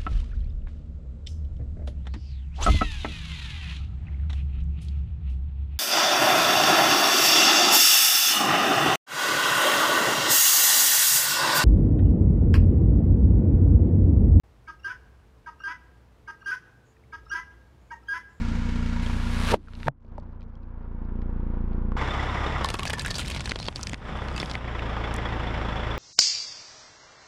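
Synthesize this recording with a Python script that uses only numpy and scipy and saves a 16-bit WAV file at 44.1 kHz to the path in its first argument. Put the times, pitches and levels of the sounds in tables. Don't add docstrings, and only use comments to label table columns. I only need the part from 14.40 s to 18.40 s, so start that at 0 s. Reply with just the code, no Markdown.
import sys
import numpy as np
from scipy import signal
from scipy.fft import rfft, irfft
from scipy.io import wavfile

SR = 44100
rng = np.random.default_rng(int(sys.argv[2]) if len(sys.argv) > 2 else 0)


def level_to_linear(level):
    exponent = np.asarray(level, float) / 20
    return 10 ** exponent


def output_pcm(signal):
    pcm = np.clip(np.atleast_2d(signal).T, -1, 1) * 32767
    wavfile.write(sys.argv[1], SR, np.round(pcm).astype(np.int16))


N = 176400
T = np.arange(N) / SR
ATTACK_S, RELEASE_S = 0.0069, 0.0049


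def rms_one(x):
    return x / np.sqrt(np.mean(x ** 2) + 1e-20)


def drift(rate_hz, size=N):
    r = np.exp(-2 * np.pi * rate_hz / SR)
    slow = signal.lfilter([1], [1, -2 * r, r * r], rng.standard_normal(N + SR))[SR:]
    return rms_one(slow)[:size]


def resonance(x, hz, width_hz):
    r = np.exp(-np.pi * width_hz / SR)
    feedback = [1, -2 * r * np.cos(2 * np.pi * hz / SR), r * r]
    return signal.lfilter([(1 - r * r) / 2, 0, (r * r - 1) / 2], feedback, x)


def ringing(x, hz, width_hz):
    return rms_one(resonance(resonance(x, hz, width_hz), hz, width_hz))


def butter(x, order, hz, kind):
    return signal.sosfilt(signal.butter(order, hz, kind, fs=SR, output="sos"), x)


def coloured(points):
    hz, db = np.transpose(points)
    f = np.arange(N // 2 + 1) * SR / N + 1
    shape = level_to_linear(np.interp(np.log(f), np.log(hz), db)) * np.minimum(f / hz[0], 1) ** 2
    return rms_one(irfft(rfft(rng.standard_normal(N)) * shape, N))


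def gate(s, length, attack, swell_db=0, release=RELEASE_S, t=T):
    edge = np.clip(np.minimum((t - s) / attack, (s + length - t) / release), 0, 1)
    share = np.clip((t - s) / length, 0, 1)
    return np.sin(edge * np.pi / 2) ** 2 * level_to_linear(swell_db * (share - 1))


def phase(s, length, hz, glide, t=T):
    share = np.clip((t - s) / length, 0, 1)
    return 2 * np.pi * np.cumsum(hz * (1 + glide * (share - 0.5))) / SR


def tone(db, angle):
    return np.sqrt(2) * level_to_linear(db) * np.sin(angle)


def around(s):
    return slice(int((s - 0.03) * SR), int((s + 0.09) * SR))


# start in seconds, length in seconds, pitch in Hz, level in dB, flutter sidebands in dB.
WHISTLES = [(0.273, 0.043, 1610, -44.5, -5), (0.442, 0.039, 1593, -34, -6), (1.059, .028, 1600, -44.5, -7),
            (1.234, 0.0554, 1597, -35, -9), (1.873, 0.042, 1602, -41.5, -5),
            (2.057, 0.0593, 1601, -33, -7.5), (2.723, 0.042, 1622, -43, -10.5),
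            (2.911, 0.037, 1612, -31.5, -8.5), (2.95, 0.026, 1622, -33, -12),
            (3.504, 0.021, 1604, -42.5, -7.5), (3.682, 0.06, 1622, -31.5, -17.5)]
# multiple of the pitch, level in dB, swell in dB.
WHISTLE_TONES = [(1, 5.5, 5), (2, -24, 3), (3, -26, -2), (4, -38, 0.5), (6, -44, -10)]
# multiple of the whistle, multiple of the flutter, level in dB.
SIDEBANDS = [(0, 1, -17), (1, -1, -4.5), (1, 1, -17.5), (2, -1, -19), (3, -1, -24.5), (3, 1, -21),
             (4, -1, -22.5), (3, 2, -35), (6, -1, -36)]
FLUTTER_HZ, WHISTLE_RISE_SHARE = 357, 0.012
OVERTONE_GROWTH = 0.26


def whistles():
    out = np.zeros(N)
    flutter = 2 * np.pi * FLUTTER_HZ * T + 0.8 * drift(40)
    shaky = [level_to_linear(2.2 * drift(40)) for _ in SIDEBANDS]
    for s, length, hz, db, side_db in WHISTLES:
        w = around(s)
        t = T[w]
        p = phase(s, length, hz, WHISTLE_RISE_SHARE, t)
        for k, d, swell_db in WHISTLE_TONES:
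            effort_db = OVERTONE_GROWTH * (db + 36) if k > 1 else 0
            out[w] += gate(s, length, ATTACK_S, swell_db, 0.011, t) * tone(db + d + effort_db, k * p)
        side = sum(g[w] * tone(db + side_db + d, k * p + m * flutter[w])
                   for (k, m, d), g in zip(SIDEBANDS, shaky))
        out[w] += gate(s, length + 0.005, ATTACK_S, swell_db=2.5, t=t) * side
    return out


# start in seconds, pitch in Hz, level in dB, octave in dB, locked thirds in dB.
SHORT_REEDS = [
    (0.277, 947, -51, -14, 4),
    (1.066, 952, -42, -12.5, -6.5),
    (1.878, 936.6, -47, -9.5, -1.5),
    (2.727, 949, -48, -7.5, 3),
    (3.51, 938, -39.5, -4.5, -13.5),
]
LONG_REEDS = [
    (0.47, 992, -47.5, -11, 2),
    (1.27, 981.8, -41, -2.5, -1),
    (2.094, 999.4, -45.5, -5, -3),
    (2.94, 987.6, -40, -1, -1),
    (3.723, 1001, -40.5, -3.5, -2),
]
# reed delay in seconds, thirds length in seconds, high overtones in dB.
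SHORT_SHAPES = [(0.0001, .035, -45), (0.0001, .038, -45), (0.0001, .035, -45), (0.0001, .035, -45),
                (0.0001, .024, -28)]
LONG_SHAPES = [(0.0001, .063, -40), (0.0001, .063, -40), (.026, .063, -40), (0.0001, .058, -40),
               (.006, .063, -40)]
# multiple of the reed pitch, level in dB.
HIGH_TONES = [(4, -10), (5, -10), (6, -8), (7, 1), (8, -7), (10, -16)]
# thirds of the reed pitch, level in dB.
SHORT_THIRDS = [(1, -19.5), (4, 3), (7, -18.5), (8, -20), (9, -24), (10, -25), (11, -27), (12, -33),
                (14, -29), (15, -25), (16, -25), (17, -30), (18, -32), (19, -29), (20, -31), (21, -34)]
LONG_THIRDS = [(1, -19.5), (4, -2.5), (5, 2), (7, -14.5), (8, -19.5), (9, -28), (10, -20), (11, -27),
               (14, -29.5), (15, -22), (16, -23), (17, -39), (19, -23.5)]
SHORT_S, SHORT_GLIDE_SHARE = 0.037, -0.022
LONG_S, LONG_GLIDE_SHARE = 0.065, 0.045
REED_LEAD_S, REED_LEAD_DB, OCTAVE_LAG_S = 0.011, -14.5, 0.0042


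def reeds(rows, shapes, thirds, length, glide, attack, rough_db, lead_db):
    out, wobble = np.zeros(N), 0.25 * drift(44)
    shaky = [(level_to_linear(rough_db * drift(45)), 0.8 * drift(45)) for _ in thirds]
    for (s, hz, db, octave_db, thirds_db), (late, last, high_db) in zip(rows, shapes):
        w = around(s)
        t = T[w]
        p = phase(s, length, hz, glide, t) + wobble[w]
        over = tone(db + octave_db, 2 * p) + tone(db + octave_db - 18, 3 * p)
        over = over + sum(tone(db + high_db + d, k * p) for k, d in HIGH_TONES)
        rough = sum(g[w] * tone(db + thirds_db + d, k * p / 3 + sway[w])
                    for (k, d), (g, sway) in zip(thirds, shaky))
        body = gate(s + late, length - late, attack, swell_db=-0.5, t=t)
        lead = gate(s - REED_LEAD_S, REED_LEAD_S + late + attack, 0.0083, t=t)
        octave_gate = gate(s + OCTAVE_LAG_S, length - OCTAVE_LAG_S, attack, swell_db=5.5, t=t)
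        out[w] += (body + level_to_linear(lead_db) * lead) * tone(db, p)
        out[w] += octave_gate * over
        out[w] += gate(s, last, attack, release=0.011, t=t) * rough
    return out


# start in seconds, length in seconds, pitch in Hz, level in dB.
LOCKS = [
    (0.498, 0.029, 1496, -41.5),
    (1.305, 0.032, 1498, -47.5),
    (2.11, 0.0346, 1504, -35.5),
    (3.737, 0.024, 1503, -43),
]
# multiple of the pitch, level in dB.
LOCK_TONES = [(1, 7), (1.667, -18.5), (2, -24.5), (1.24, -14)]


def locks():
    out = np.zeros(N)
    for s, length, hz, db in LOCKS:
        p = phase(s, length, hz, 0.0033)
        tones = sum(tone(db + d - 1.5, k * p) for k, d in LOCK_TONES)
        out += gate(s, length, ATTACK_S, swell_db=-3.5, release=0.009) * tones
    return level_to_linear(0.7 * drift(40)) * out


CROAK_HZ, CROAK_WIDTH_HZ, CROAK_DB = 1600, 870, -12.5


def croak():
    ring = ringing(rng.standard_normal(N), CROAK_HZ, CROAK_WIDTH_HZ)
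    return ring * sum(level_to_linear(db + thirds_db + CROAK_DB) * gate(s, LONG_S, 0.018, release=0.0092)
                      for s, _, db, _, thirds_db in LONG_REEDS)


# start in seconds, length
# in seconds, pitch in Hz, level in dB, octave in dB.
SQUEAKS = [(0.267, .016, 2260, -61, -32), (1.058, 0.018, 2240, -61, -31), (1.864, 0.018, 2190, -66, -36),
           (2.718, 0.012, 2260, -58, -36), (3.497, 0.031, 2270, -60.5, -34), (0.392, .016, 2740, -68, -5),
           (0.388, 0.053, 1330, -71, -30), (0.432, 0.024, 2850, -56, -10), (1.192, 0.024, 2810, -60, -9),
           (1.197, 0.031, 1580, -52.5, -36), (1.2, 0.014, 1285, -48, -24), (1.216, 0.027, 2840, -60, -10),
           (2.006, 0.02, 2840, -61, -9), (2.012, 0.018, 1590, -48.5, -30), (2.025, 0.009, 1244, -49, -21),
           (2.044, 0.025, 2840, -58, -9), (2.862, 0.013, 1300, -51, -29), (2.854, .012, 3820, -69.5, -30),
           (2.872, 0.025, 5300, -73, -27), (2.853, .016, 5300, -70, -32), (2.894, 0.028, 2867, -54, 1.5),
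           (2.901, .016, 1390, -42, -28), (2.068, .055, 955, -58, -30), (2.934, .024, 1420, -43, -30),
           (2.016, .012, 4400, -70, -30), (2.04, .014, 4450, -70, -30), (1.2, .014, 4400, -74, -30),
           (3.632, .01, 5200, -68, -30), (3.626, .018, 1310, -60, -17), (3.672, 0.022, 3224, -58, -11)]
SCOOP_SHARE, DROOP_SHARE = 0.07, 0.05


def squeaks():
    out, shaky = np.zeros(N), level_to_linear(2.5 * drift(70))
    for s, length, hz, db, octave_db in SQUEAKS:
        w = around(s)
        share = np.clip((T[w] - s) / length, 0, 1)
        bend = 1.012 - SCOOP_SHARE * (1 - share) ** 4 - DROOP_SHARE * share ** 4
        p = 2 * np.pi * np.cumsum(hz * bend) / SR
        out[w] += gate(s, length, 0.0055, t=T[w]) * (tone(db, p) + tone(db + octave_db, 2 * p))
    return shaky * out


# frequency in Hz, level in dB per Hz.
RASP = [(1900, 0), (3100, 5), (4000, -7.5), (5300, 7), (6500, -4), (8200, -19), (10500, -7), (15600, -31)]
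# short note in dB, long note in dB, swell in dB, brightness swell in dB.
RASP_CALLS = [
    (-2, -2, -6.5, -3),
    (-2, -2, -3, -3),
    (4.5, 4.5, -6.5, -3),
    (0.5, 3, -6.5, -3),
    (3, 7, 4, -12),
]
RASP_SHORT_DB, RASP_LONG_DB, RASP_LEAD_S = -68.5, -61, 0.033


def rasp():
    envelope, bright = np.zeros(N), np.ones(N)
    for short, long, shape, call in zip(SHORT_REEDS, LONG_REEDS, SHORT_SHAPES, RASP_CALLS):
        short_db, long_db, swell_db, bright_db = call
        short_gate = gate(short[0], shape[1] + 0.0082, ATTACK_S, release=0.0067)
        long_gate = gate(long[0] - RASP_LEAD_S, LONG_S + RASP_LEAD_S + 0.012, 0.026, swell_db, 0.024)
        envelope += level_to_linear(RASP_SHORT_DB + short_db) * short_gate
        envelope += level_to_linear(RASP_LONG_DB + long_db) * long_gate
        near = abs(T - long[0]) < 0.1
        bright *= level_to_linear(bright_db * np.clip((T - long[0]) / LONG_S, -1, 1) * near)
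    pulse = 1 + 0.23 * np.sin(2 * np.pi * 340 * T + 3 * drift(22.2))
    air = coloured(RASP)
    top = butter(air, 4, 8000, "high")
    patches = bright * level_to_linear(3 * drift(60)) - 1
    return envelope * pulse * level_to_linear(1.2 * drift(90)) * (air + patches * top)


# delay in seconds, level in dB.
SLAPS = [
    (0.036, -15),
    (0.075, -33.5),
    (.151, -28),
]
# delay in seconds, level in dB.
BRIGHT_SLAPS = [
    (.016, -16.5),
    (.024, -8.5),
    (.031, -13),
    (.044, -14.5),
]
BRIGHT_FROM_HZ = 3330
TAIL_DB, TAIL_T60_S, TAIL_CUT_HZ, TAIL_ONSET_S = -16.5, 0.72, 12000, 0.036
GAP_HZ, GAP_WIDTH_HZ, GAP_DB = 1980, 740, -0.5
DIP_HZ, DIP_WIDTH_HZ, DIP_SHARE = 1586, 206, 0.12
STIRRED_FROM_S, STIR_DB, STIR_HZ = 0.05, 2, 40


def walls(x):
    t = T[:SR]
    decay = level_to_linear(-60 * t / TAIL_T60_S + 0.73 * drift(26, size=SR))
    tail = rng.standard_normal(SR) * decay * (t > TAIL_ONSET_S)
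    echo, near = level_to_linear(TAIL_DB) * tail / np.sqrt(np.sum(tail ** 2)), np.zeros(SR)
    for s, db in SLAPS:
        echo[int(s * SR)] += level_to_linear(db)
    for s, db in BRIGHT_SLAPS:
        near[int(s * SR)] += level_to_linear(db)
    echo = echo + butter(near, 2, BRIGHT_FROM_HZ, "high")
    echo = echo + level_to_linear(GAP_DB) * resonance(near, GAP_HZ, GAP_WIDTH_HZ)
    echo = butter(echo, 1, TAIL_CUT_HZ, "low")
    echo = echo - DIP_SHARE * resonance(echo, DIP_HZ, DIP_WIDTH_HZ)
    late = np.clip((t - STIRRED_FROM_S) / 0.03, 0, 1)
    stirred = x * level_to_linear(STIR_DB * drift(STIR_HZ) - 1.5)
    early_part = signal.fftconvolve(x, echo * (1 - late))[:N]
    return early_part + signal.fftconvolve(stirred, echo * late)[:N]


# start in seconds, length in seconds, pitch in Hz, level in dB.
LISPS = [
    (2.43, 0.12, 6800, -75.5),
    (3.38, 0.14, 6877, -83),
    (3.87, 0.17, 7140, -78.5),
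]
# start in seconds, length in seconds, pitch in Hz, level in dB.
TICKS = [
    (2.564, 0.0086, 1850, -61),
    (2.565, 0.0092, 2500, -66),
    (2.636, 0.0061, 2150, -54.5),
]
CLICK_S, CLICK_DB = 0.33, -69


def neighbours():
    white = rng.standard_normal(N)
    lisps = sum(level_to_linear(db) * gate(s, length, 0.041, release=0.032) * ringing(white, hz, 900)
                for s, length, hz, db in LISPS)
    click = level_to_linear(CLICK_DB) * np.exp(-((T - CLICK_S) / 0.00072) ** 2)
    click = click * rms_one(resonance(white, 8000, 5000))
    taps = sum(gate(s, length, 0.0044) * tone(db, 2 * np.pi * hz * T) for s, length, hz, db in TICKS)
    return lisps + click + taps


# frequency in Hz, level in dB per Hz.
AIR = [(53, -44), (90, -2.5), (282, -11.5), (321, -12), (444, -15), (575, -16.5), (683, -17), (865, -17),
       (15600, -46.5)]
# time in seconds, level in dB.
RUMBLE = [
    (0.05, -57),
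    (0.56, -53.5),
    (1.38, -60),
    (1.39, -54.5),
    (2.37, -62.5),
    (2.45, -66.5),
    (2.77, -52),
    (4.0, -58),
]
# frequency in Hz, width in Hz, level in dB.
HUMS = [(117.7, 10.6, -66), (441, 3.3, -72.5), (349.7, 32, -78), (503.7, 18, -78.5)]
AIR_DB, RUMBLE_HZ, RUMBLE_WIDTH_HZ = -61, 59.8, 11.9


def street():
    s, db = np.transpose(RUMBLE)
    white = rng.standard_normal((2, N))
    low = resonance(resonance(white[0], RUMBLE_HZ, RUMBLE_WIDTH_HZ), RUMBLE_HZ, 40)
    low = low / (np.abs(signal.hilbert(low)) + 0.4 * np.std(low))
    engine = rms_one(low) * level_to_linear(np.interp(T, s, db))
    hums = sum(level_to_linear(d) * ringing(white[1], hz, width_hz) for hz, width_hz, d in HUMS)
    return engine + hums + level_to_linear(AIR_DB + 0.27 * drift(7.5)) * coloured(AIR)


def scene():
    short = reeds(SHORT_REEDS, SHORT_SHAPES, SHORT_THIRDS, SHORT_S, SHORT_GLIDE_SHARE,
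                  attack=0.008, rough_db=2, lead_db=-45)
    long = reeds(LONG_REEDS, LONG_SHAPES, LONG_THIRDS, LONG_S, LONG_GLIDE_SHARE,
                 attack=0.014, rough_db=2.5, lead_db=REED_LEAD_DB)
    bird = whistles() + short + long + locks() + croak() + squeaks() + rasp()
    return (bird + walls(bird) + neighbours() + street())[None]


def low_pass(x):
    return signal.sosfilt(signal.butter(12, 15700, fs=SR, output="sos"), x)


START_S, FADE_IN_S = 0.034, 0.002


def record(dry):
    x = butter(dry, 4, 40, "high")
    x = signal.sosfilt(signal.cheby2(12, 50, 16500, fs=SR, output="sos"), x)
    mix = x * np.clip((T - START_S) / FADE_IN_S, 0.02, 1)
    return low_pass(mix)


dry = scene()
out = record(dry)
output_pcm(out)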